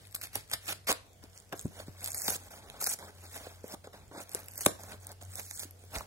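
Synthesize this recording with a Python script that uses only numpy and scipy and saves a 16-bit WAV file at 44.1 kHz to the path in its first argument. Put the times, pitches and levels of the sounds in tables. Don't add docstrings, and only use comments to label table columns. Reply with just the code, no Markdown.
import sys
import numpy as np
from scipy import signal
from scipy.io import wavfile
from scipy.ndimage import uniform_filter1d

SR = 44100
rng = np.random.default_rng(int(sys.argv[2]) if len(sys.argv) > 2 else 0)


def to_wav(sig):
    pcm = np.clip(np.atleast_2d(sig), -1, 1) * 32767
    pcm = np.round(pcm).astype(np.int16)
    wavfile.write(sys.argv[1], SR, pcm.T)


def level_to_linear(level):
    exponent = np.asarray(level, float) / 20
    return 10 ** exponent


N = 267475

# frequency in Hz, density in dB per Hz.
AIR_SPECTRUM = [(15, -79), (25, 3.5), (90, -1), (238, -13), (358, -15.5), (457, -11), (524, -16.5),
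                (726, -14), (902, -21.5), (1980, -25.5), (7300, -26.5), (15800, -33.5), (16200, -60)]
# frequency in Hz, left-right correlation (0 to 1).
AIR_LIKENESS = [(60, 0.51), (300, 0.87), (900, 0.21), (3000, 0.16), (15000, 0.092)]
# time in seconds, pitch in Hz, level in dB.
FAN_HUM = [(0.0, 97, -61), (0.91, 95.4, -63.5), (1.06, 94.9, -65.5), (1.23, 88, -60.5), (1.38, 94, -65),
           (1.6, 93.4, -64.5), (1.75, 92.5, -56.5), (2.15, 92, -54.5), (2.65, 91, -66), (3.11, 89.4, -62),
           (3.2, 89.6, -54), (3.7, 89.1, -62), (4.14, 93.5, -63), (4.85, 93.5, -57.5), (5.35, 93, -54),
           (5.6, 92, -58.5), (5.89, 91, -52), (6.07, 92, -63)]
# frequency in Hz, time to fall 60 dB in seconds.
ROOM_DECAY = [(100, 0.19), (1000, 0.3), (5000, 0.3), (15000, 0.17)]
# time in seconds, left over right in dB.
HAND_PLACE = [(0.0, 3), (0.27, 0.5), (5.47, -1), (6.07, -1)]
# frequency in Hz, bandwidth in Hz, level in dB.
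BOX_MODES = [(190, 105, -5.5), (294, 180, -1.5), (430, 129, -2.5), (616, 142, -0.5), (826, 154, -0.5),
             (1193, 206, 0.5), (1211, 84, -6), (1484, 170, -7), (2080, 1500, -23)]
# start in seconds, peak in dB, pitch in Hz.
BUMPS = [
    (0.364, -40, 96),
    (0.536, -44, 110),
    (0.907, -40, 83.4),
    (1.649, -25, 118),
    (1.887, -44, 112),
    (4.663, -45, 94),
    (5.961, -33.5, 59.2),
]
# peak time in seconds, peak in dB, pitch in Hz.
FINGER_TAPS = [(0.517, -44, 840), (1.2415, -42.5, 280), (1.5418, -36, 364), (1.665, -29, 173),
               (1.801, -37.5, 594), (2.354, -42, 523), (2.8149, -37.5, 1290), (2.824, -39, 810),
               (2.9177, -41, 800), (3.027, -45, 960), (3.4712, -36, 512), (3.7407, -36.5, 335),
               (3.8462, -45, 536), (3.942, -42, 526), (4.151, -38, 308), (4.179, -35, 322),
               (4.204, -42, 300), (4.3516, -32.5, 430), (4.8372, -43.5, 775), (4.9278, -43, 744),
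               (5.1022, -43.5, 760), (5.2246, -48, 730), (5.387, -42.5, 756), (5.654, -42.5, 290),
               (5.9489, -56, 548), (5.959, -51, 990)]
# peak time in seconds, peak in dB, pitch in Hz, push length in ms.
BOX_KNOCKS = [(0.1466, -44, 1130, 2.8), (0.1626, -44, 1560, 0.88), (0.333, -50, 1320, 2),
              (0.3565, -33, 820, 2.54), (0.5356, -34.5, 1219, 4.16), (0.7023, -56, 800, 5.5),
              (0.8905, -24.5, 1190, 2.1), (0.9, -24, 450, 2.95), (0.919, -28, 771.3, 2.2),
              (0.928, -35.5, 660, 1.2), (1.5257, -43, 700, 3.1), (1.657, -19.5, 190, 2.1),
              (1.884, -28.5, 190, 2.2), (2.1464, -43, 1270, 2.9), (2.2818, -27, 763, 2.07),
              (2.3043, -36.5, 760, 4.5), (2.7015, -49, 738, 2.5), (2.8719, -32.5, 764.2, 3.76),
              (3.0977, -43, 440, 1.4), (3.643, -29, 430, 1.94), (3.8732, -34, 500, 1.5),
              (4.1143, -33, 382, 0.9), (4.6116, -48.5, 1360, 2.2), (4.6625, -16.5, 1090, 1.44),
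              (4.6634, -20, 630, 1.89), (4.6668, -11, 343, 1.96), (4.6779, -45, 332, 6.7),
              (5.5119, -49.5, 1190, 0.83), (5.84, -45.5, 420, 1.5), (5.9712, -58, 640, 4.3),
              (6.0089, -33.5, 1010, 1.2)]
# frequency in Hz, density in dB per Hz.
TAPE_SPECTRUM = [(2500, -35.5), (3400, -23.5), (4200, -5), (5000, -7), (6500, -3), (8000, -4), (9500, -2),
                 (11500, -3), (14000, -10), (15800, -6), (16300, -51)]
# frequency in Hz, density in dB per Hz.
SCRATCH_SPECTRUM = [(800, -17.5), (1500, -6), (2100, -5.5), (2900, -7), (4200, -5), (5500, -8.5),
                    (8000, -20)]
# frequency in Hz, density in dB per Hz.
SNAP_SPECTRUM = [(2500, -18.5), (4500, -0.5), (8000, -3), (12000, -2), (16000, -12.5), (18000, -28.5)]
# peak time in seconds, tape crackle in dB, build in seconds,
# fade in seconds, brightness of tape over box in dB.
SAW_STROKES = [
    (0.01, -62, 0.086, 0.23, 2.5),
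    (0.146, -40, 0.0048, 0.024, 24),
    (0.239, -41, 0.032, 0.04, 8.5),
    (0.358, -41, 0.033, 0.063, 6.5),
    (0.54, -33.5, 0.031, 0.019, 6),
    (0.7, -38.5, 0.072, 0.051, 8),
    (0.89, -39.5, 0.01, 0.045, -12),
    (0.94, -70, .005, 0.14, -5),
]
# peak time in seconds, tape crackle in dB, build in seconds,
# fade in seconds, brightness of tape over box in dB.
HAND_SQUEEZES = [(1.229, -62, 0.0079, 0.069, -10.5), (1.371, -58.5, 0.098, 0.099, -0.5),
                 (1.527, -50, 0.008, 0.018, -23), (1.802, -49.5, 0.091, 0.051, -6),
                 (1.866, -60, 0.0073, 0.14, -7), (2.04, -47.5, 0.098, .01, -1.5),
                 (2.79, -60.5, 0.6, 0.041, -12), (1.73, -62, 0.083, 0.2, -3),
                 (3.36, -45, 0.091, 0.092, -1.5), (3.452, -53.5, 0.17, 0.19, -5.5),
                 (3.843, -59.5, 0.0058, 0.042, -17.5), (3.932, -60, 0.0064, 0.13, -14),
                 (4.184, -51, 0.028, 0.055, -10.5), (4.359, -53, 0.13, 0.18, -7),
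                 (4.656, -42.5, 0.17, 0.11, 6.5), (4.92, -50.5, 0.056, 0.055, -8),
                 (5.122, -58.5, 0.13, 0.01, -12.5), (5.212, -55, 0.0075, 0.084, -2.5),
                 (5.403, -41, 0.11, 0.012, 3), (5.63, -45, 0.095, 0.048, 3), (5.83, -63, 0.16, 0.26, 5),
                 (5.956, -39.5, 0.041, 0.075, -5), (3.26, -56, 0.21, 0.049, -4)]
# start in seconds, length in seconds, tape crackle in dB,
# swell from start to end in dB, brightness of tape over box in dB.
STEADY_PULLS = [(0.68, 0.051, -39.5, -3.5, 1), (0.87, 0.048, -34.5, 7.5, -0.5), (1.552, 0.15, -57, -9, 4.5),
                (2.042, 0.14, -46, -8, 6), (2.145, 0.13, -39.5, 8, 10.5), (2.277, 0.089, -34.5, -5, 8),
                (2.367, 0.12, -59, 4, -2), (2.506, 0.1, -55.5, -7.5, -5), (2.803, 0.141, -35.5, 2.5, 13),
                (3.634, 0.1124, -53.5, 14.5, -4), (2.987, 0.12, -57.5, -6, -11.5),
                (4.112, 0.073, -66.5, 5, -21.5), (4.789, 0.16, -56, -2.5, -6.5), (5.396, 0.25, -48, 6, 15),
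                (5, .05, -58, 7, 7), (4.576, 0.017, -43.5, -3, 7), (4.608, 0.043, -41.5, -13, 12),
                (4.13, 0.093, -61.5, 2, -14.5), (4.2, 0.037, -49, -2, 10)]
# peak time in seconds, peak in dB, burst length in ms.
BLADE_CUTS = [(0.0527, -44, 0.57), (0.071, -43.5, 0.7), (0.126, -45, 1.6), (0.147, -24, 0.15),
              (0.163, -32, 0.53), (0.214, -31.5, 0.58), (0.218, -30, 0.76), (0.2374, -31, 0.99),
              (0.255, -36, 1.2), (0.271, -39, 1.1), (0.3332, -35.5, 0.74), (0.3552, -19.5, 1.78),
              (0.4996, -39, 0.53), (0.5147, -25.5, 1), (0.5352, -20.5, 3.5), (.8456, -50, .7),
              (0.8694, -42, 0.65), (0.8868, -22, 1.3), (0.891, -19, 1.13), (0.918, -29, 2.3),
              (0.9267, -18.5, 0.99), (1.066, -54, 0.82), (3.845, -50, 0.34), (6.008, -39, 0.51)]
# peak time in seconds, peak in dB, pitch
# in Hz.
EARLY_TICKS = [(0.0603, -45, 11400), (0.0785, -46, 10400), (0.1112, -43, 10000), (0.121, -41, 10400),
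               (0.143, -39, 10200), (0.151, -15.5, 10200), (0.159, -29, 10500), (0.2318, -28, 10800),
               (0.343, -41, 8100), (0.4779, -47, 8100), (0.6583, -40, 10400), (0.7283, -22.5, 7200),
               (1.1322, -46, 7460), (1.2297, -55, 5872), (1.2389, -35.5, 4330), (1.2993, -51, 6500),
               (1.332, -45, 6260), (1.363, -48, 5900), (1.3765, -33, 5940), (1.387, -44, 6150),
               (1.401, -41, 6860), (1.4229, -49, 6900), (1.4489, -53, 8200), (1.4935, -48, 6900),
               (1.5304, -37, 5600), (1.5772, -36, 7100), (1.5835, -37, 7340), (1.601, -36, 7140),
               (1.6127, -31, 7740), (1.623, -45, 9300), (1.627, -38, 7400), (1.654, -40, 7860),
               (1.6683, -43, 7400), (1.6808, -41, 7000), (1.771, -45, 6700), (2.0009, -40, 6900),
               (2.0078, -38, 9800), (2.0298, -33, 9200), (2.0475, -29, 9300), (2.105, -27.5, 9100),
               (2.1187, -24.5, 8100), (2.1317, -27, 9200), (2.1505, -26, 8550), (2.1752, -25, 8700),
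               (2.18, -21, 9300), (2.1876, -27, 8900), (2.1989, -30, 11200), (2.219, -22.5, 8300),
               (2.3398, -26, 8100), (2.4653, -44, 9432), (2.7952, -34, 9100), (2.8017, -37, 7900),
               (2.8256, -19, 9600), (2.894, -20, 8300), (2.918, -33, 7750), (2.996, -38, 9000),
               (3.0208, -49, 9800), (3.1519, -46, 9850)]
# peak time in seconds, peak in dB, pitch in Hz.
LATE_TICKS = [(3.1841, -52, 8200), (3.2386, -41, 9300), (3.2549, -49, 8200), (3.28, -49, 8000),
              (3.6089, -47, 6790), (3.6348, -49, 5560), (3.6413, -46, 7500), (3.6808, -36, 6770),
              (3.7224, -31, 6300), (3.8724, -40.5, 5620), (4.08, -51, 7700), (4.2935, -33, 11300),
              (4.3168, -31, 9000), (4.3253, -35, 9700), (4.3344, -32, 9700), (4.3542, -29, 12100),
              (4.4026, -34, 11500), (4.4326, -41, 7800), (4.4426, -39, 12500), (4.4598, -41, 10000),
              (4.4961, -42, 9700), (4.5128, -41, 9000), (4.519, -34, 11000), (4.537, -35, 8400),
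              (4.5572, -35, 9900), (4.5618, -40, 9400), (4.5787, -24, 11200), (4.6334, -30, 10200),
              (4.813, -39, 8800), (4.8353, -33, 8400), (5.0695, -30, 9800), (5.0923, -37, 7400),
              (5.1174, -30, 8650), (5.1239, -43, 9100), (5.1281, -40, 7800), (5.212, -50, 7700),
              (5.2187, -45, 7800), (5.2252, -37, 7800), (5.234, -35, 11200), (5.251, -38, 7800),
              (5.301, -52, 10200), (5.3198, -37, 8200), (5.3556, -24.5, 8560), (5.4162, -32, 8500),
              (5.4329, -34, 9100), (5.5061, -32.5, 8450), (5.541, -38, 8540), (5.5617, -33.5, 8250),
              (5.5746, -30, 8200), (5.5878, -36, 8360), (5.5999, -26.5, 8200), (5.632, -35, 8700),
              (5.7095, -33.5, 9100), (5.7923, -47, 9730), (5.839, -42, 9100), (5.8511, -47, 9400),
              (5.9556, -26.5, 6000), (5.9848, -31, 5600)]
# peak time in seconds, peak in dB, scratch relative to the snap in dB,
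# burst length in ms, pitch in Hz.
TAPE_SNAPS = [(1.5256, -42.5, 12, 0.4, 5600), (1.594, -28, -7, 0.44, 6870),
              (2.0436, -19, -23.5, 0.41, 9500), (2.0513, -30, -10, .8, 9000), (2.06, -18, -17, 0.56, 9500),
              (2.0755, -21, -13, 0.43, 10000), (2.0816, -23.5, -17, 1.2, 9100),
              (2.1461, -18.5, -13, 0.31, 10500), (2.2808, -23, -3, 1.94, 9950),
              (2.3045, -10, -15, 0.25, 9300), (2.7001, -37, 2, 0.41, 7000), (2.807, -42, -18, 2.1, 9000),
              (2.8139, -18.5, -20, 0.54, 9000), (2.8422, -18, -21, 0.96, 9200),
              (2.8653, -16, -13, 0.5, 8500), (2.8709, -16, -14, 2.68, 8070),
              (2.8996, -20.5, -17, 0.46, 9030), (2.9891, -35.5, -7, 1.13, 8000),
              (4.3482, -14, -18, 0.46, 8600), (4.392, -35, -17, 1.1, 9800), (4.4843, -33, -7.5, 0.91, 9300),
              (4.6083, -24, -17.5, 1.1, 10000), (4.6513, -23.5, -23, 2.6, 9000), (4.66, -18, -24, 3, 8300),
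              (4.6624, -7, -14, 1.2, 8000), (4.6638, -12, -4, 0.65, 10300), (5.337, -36.5, -10, 0.7, 8550),
              (5.397, -26.5, -15, 0.68, 8990), (5.511, -27, -9, 0.33, 6550),
              (5.5951, -23.5, -13.5, .6, 8500)]

BLADE_SCRATCH_DB, HAND_SCRATCH_DB, PEEL_SCRATCH_DB = 1, -4, -7


def evened(x):
    return x / np.sqrt(np.mean(x ** 2) + 1e-20)


def read(points, hz):
    f, value = np.transpose(points)
    return np.interp(np.log(hz + 1), np.log(f + 1), value)


def curve(rows, axis):
    rows = np.array(rows)
    return np.interp(np.arange(N) / SR, rows[:, 0], rows[:, axis])


def add(mix, s, sound):
    part = mix[..., max(round(s * SR), 0):][..., :sound.shape[-1]]
    part += sound[..., :part.shape[-1]]


def colour(points):
    hz = abs(np.fft.fftfreq(4096, 1 / SR))
    log_gain = np.log(level_to_linear(np.maximum(read(points, hz), -80)))
    taps = np.fft.ifft(np.exp(log_gain - 1j * signal.hilbert(log_gain).imag)).real[:1024]
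    return taps / np.linalg.norm(taps)


def swelling(t, rise):
    return t / rise * np.exp(1 - t / rise)


def panned(pan_db):
    return level_to_linear(np.array([pan_db / 2, -pan_db / 2]))


def air():
    frames, hz = N // 512 + 5, np.fft.rfftfreq(2048, 1 / SR)
    a, b, c, d, patches = rng.standard_normal((frames, 1025, 5)).T
    patches = evened(uniform_filter1d(uniform_filter1d(patches, 20, 0), 8, 1))
    same = read(AIR_LIKENESS, hz)[:, None]
    left = a + 1j * b
    right = same * left + np.sqrt(1 - same ** 2) * (c + 1j * d)
    z = np.array([left, right]) * level_to_linear(read(AIR_SPECTRUM, hz)[:, None] + 2.06 * patches)
    return level_to_linear(-59.5) * evened(signal.istft(z, nperseg=2048, noverlap=1536)[1][:, :N])


def hum():
    waver = evened(uniform_filter1d(uniform_filter1d(rng.standard_normal(N), 2600), 2600))
    phase = 2 * np.pi * np.cumsum(curve(FAN_HUM, axis=1)) / SR
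    return np.sqrt(2) * level_to_linear(curve(FAN_HUM, axis=2) + 2.4 * waver) * np.sin(phase)


def room_tail():
    taps = rng.choice([-1., 1.], (2, SR // 2)) * (rng.random((2, SR // 2)) < .05)
    taps[:, :300] = 0
    hz, t, z = signal.stft(taps, SR, nperseg=256)
    tail = signal.istft(z * level_to_linear(-60 * t / read(ROOM_DECAY, hz)[:, None]), SR, nperseg=256)[1]
    return tail / np.linalg.norm(tail[0])


def near_paths(count):
    near = rng.standard_normal((count, 2, 300)) * (rng.random((count, 2, 300)) < .4)
    near *= level_to_linear(-60 * np.arange(300) / SR / .008)
    near = signal.lfilter(*signal.butter(2, 2300, "high", fs=SR), near)
    paths = level_to_linear(-1.5) * near / np.linalg.norm(near, axis=2)[..., None]
    lag = 6
    paths[np.arange(count), 0, lag + np.arange(count) % 2] += 1
    paths[:, 1, 0] += 1
    return paths


def space(x, count=14):
    out = level_to_linear(-12) * signal.fftconvolve(x[None], room_tail(), axes=1)[:, :N]
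    spot = np.repeat(rng.integers(0, count, N // 500 + 1), 500)[:N]
    for k, path in enumerate(near_paths(count)):
        share = np.sqrt(abs(uniform_filter1d(1. * (spot == k), 200)))
        out += signal.oaconvolve((x * share)[None], path, axes=1)[:, :N]
    return out * panned(curve(HAND_PLACE, axis=1))


def box_ring():
    t = np.arange(1500) / SR
    ring = np.zeros(1500)
    for k, (hz, width, db) in enumerate(BOX_MODES):
        ring += level_to_linear(db) * (-1) ** k * np.exp(-np.pi * width * t) * np.sin(2 * np.pi * hz * t)
    return ring / np.linalg.norm(ring)


def bumps():
    out, t = np.zeros(N), np.arange(2000) / SR
    for s, db, hz in BUMPS:
        add(out, s, level_to_linear(db - 2.0) * swelling(t, 0.45 / hz) * np.sin(2 * np.pi * hz * t))
    return out


def knocks():
    out, t, ring = np.zeros(N), np.arange(2000) / SR, box_ring()
    rows = BOX_KNOCKS + [(*row, 3.49) for row in FINGER_TAPS]
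    for (s, db, hz, ms), noise in zip(rows, rng.standard_normal((len(rows), 2000))):
        rise = ms * 0.884 / 1000
        push = swelling(t, rise) ** 2.87
        body = signal.fftconvolve(noise * push, ring)[:2000]
        hardness = np.clip(hz / 700, 0, 1) ** 2
        flex = push * np.cos(2 * np.pi * hz * (t - rise))
        flex -= push * flex.sum() / push.sum()
        hit = flex + 1.01 * hardness * body / abs(body).max()
        add(out, s - rise, level_to_linear(db - 2.0) * hit)
    return out


def grains(per_s, spread_db, clump_db, clump_ms):
    size = level_to_linear(spread_db * np.minimum(rng.exponential(1, N), 5)) * rng.choice([-1., 1.], N)
    width = max(int(clump_ms * SR / 1000), 2)
    clumps = evened(uniform_filter1d(uniform_filter1d(rng.standard_normal(N), width), width))
    slips = size * (rng.random(N) < per_s / SR) * level_to_linear(clump_db * clumps)
    return slips / np.sqrt(uniform_filter1d(slips ** 2, 3000) + 1e-9)


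def layers(db, bright_db, scratch_db):
    return level_to_linear(db + np.array([[0], [scratch_db - 0.45 * bright_db], [-bright_db]])) ** 2


def strain():
    t = np.arange(0, N + 32, 32) / SR
    power = layers(-78 + 0 * t, -4.5, HAND_SCRATCH_DB)
    for rows, scratch_db in ((SAW_STROKES, BLADE_SCRATCH_DB), (HAND_SQUEEZES, HAND_SCRATCH_DB)):
        for s, db, build, fade, bright_db in rows:
            effort_db = db - 20 * np.maximum((s - t) / build, (t - s) / fade)
            power = power + layers(effort_db, bright_db, scratch_db)
    edge_s = 0.0019
    for s, length, db, swell_db, bright_db in STEADY_PULLS:
        scratch_db = BLADE_SCRATCH_DB if s < 1 else PEEL_SCRATCH_DB
        outside = np.maximum(np.maximum(s - t, t - s - length), 0)
        swell = swell_db * ((t - s) / length - .5).clip(-1, 1)
        power = power + layers(db + swell - 20 * outside / edge_s, bright_db, scratch_db)
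    return [np.interp(np.arange(N) / SR, t, np.sqrt(p)) for p in power]


def tearing():
    tape = grains(8000, 1.0, 0.9, 1.4)
    paper = grains(5000, 0.77, 2.4, 2.0) + 0.78 * tape
    wall = grains(2500, 0.87, 3.8, 16.5) + 0.34 * paper
    crackle, scratch, rustle = strain()
    out = level_to_linear(-3.5) * signal.oaconvolve(tape * crackle, colour(TAPE_SPECTRUM))[:N]
    out += level_to_linear(-2.5) * signal.oaconvolve(paper * scratch, colour(SCRATCH_SPECTRUM))[:N]
    return out + level_to_linear(-7.5) * signal.oaconvolve(wall * rustle, box_ring())[:N]


def snaps():
    out, t = np.zeros(N), np.arange(700) / SR
    tape, scratch = colour(SNAP_SPECTRUM), colour(SCRATCH_SPECTRUM)
    rows = [(s, db, -6.5, ms, 9200) for s, db, ms in BLADE_CUTS] + TAPE_SNAPS
    rows += [(s, db, -24, 0.42, hz) for s, db, hz in EARLY_TICKS + LATE_TICKS]
    span = 1.324
    for (s, db, scratch_db, ms, hz), noise in zip(rows, rng.standard_normal((len(rows), 700))):
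        rise = ms * .6 / 1000
        burst = noise * swelling(t, rise)
        burst[round(rise * SR)] = 3.4
        broad, dull = signal.fftconvolve(burst, tape), signal.fftconvolve(burst, scratch)
        band = signal.butter(2, [hz / span, min(hz * span, 16500)], "band", fs=SR)
        crack = signal.lfilter(*band, np.pad(burst, (0, 1023))) + level_to_linear(-11) * broad
        snap = crack / abs(crack).max() + level_to_linear(scratch_db + 5.5) * dull / abs(dull).max()
        add(out, s - rise, level_to_linear(db - 0.5) * snap)
    return out


def scene():
    parcel = tearing() + snaps() + knocks() + bumps()
    return space(parcel) + air() + hum() * panned(0.96)[:, None]


def gate(x, under_db=8.0, jump_db=3.0, dip_db=2.5, from_hz=2300):
    hz, t, z = signal.stft(x, SR, nperseg=1024)
    bands = (abs(z[:, :512].mean(0)) ** 2).reshape(64, 8, -1).mean(1)
    band_db = 10 * np.log10(uniform_filter1d(bands, size=3) + 1e-20)
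    treble = hz[:512:8] > from_hz
    middle_db = np.median(band_db[8:44], axis=0)
    steady = middle_db < uniform_filter1d(middle_db, size=9) + jump_db
    around_db = uniform_filter1d(band_db, size=7, axis=0)
    low = (band_db < middle_db - under_db) | (band_db < around_db - dip_db)
    weak = low & treble[:, None] & steady
    z[:, :512] *= np.repeat(np.where(weak, .03, 1), 8, axis=0)
    return signal.istft(z, SR, nperseg=1024)[1][:, :N]


def low_pass(x):
    return signal.sosfilt(signal.butter(12, 16810, fs=SR, output="sos"), x)


def record(dry):
    bass_cut = signal.butter(3, 45, "high", fs=SR, output="sos")
    top_cut = signal.butter(12, 16300, fs=SR, output="sos")
    mix = signal.sosfiltfilt(top_cut, gate(signal.sosfilt(bass_cut, dry)))
    return low_pass(mix)


dry = scene()
out = record(dry)
to_wav(out)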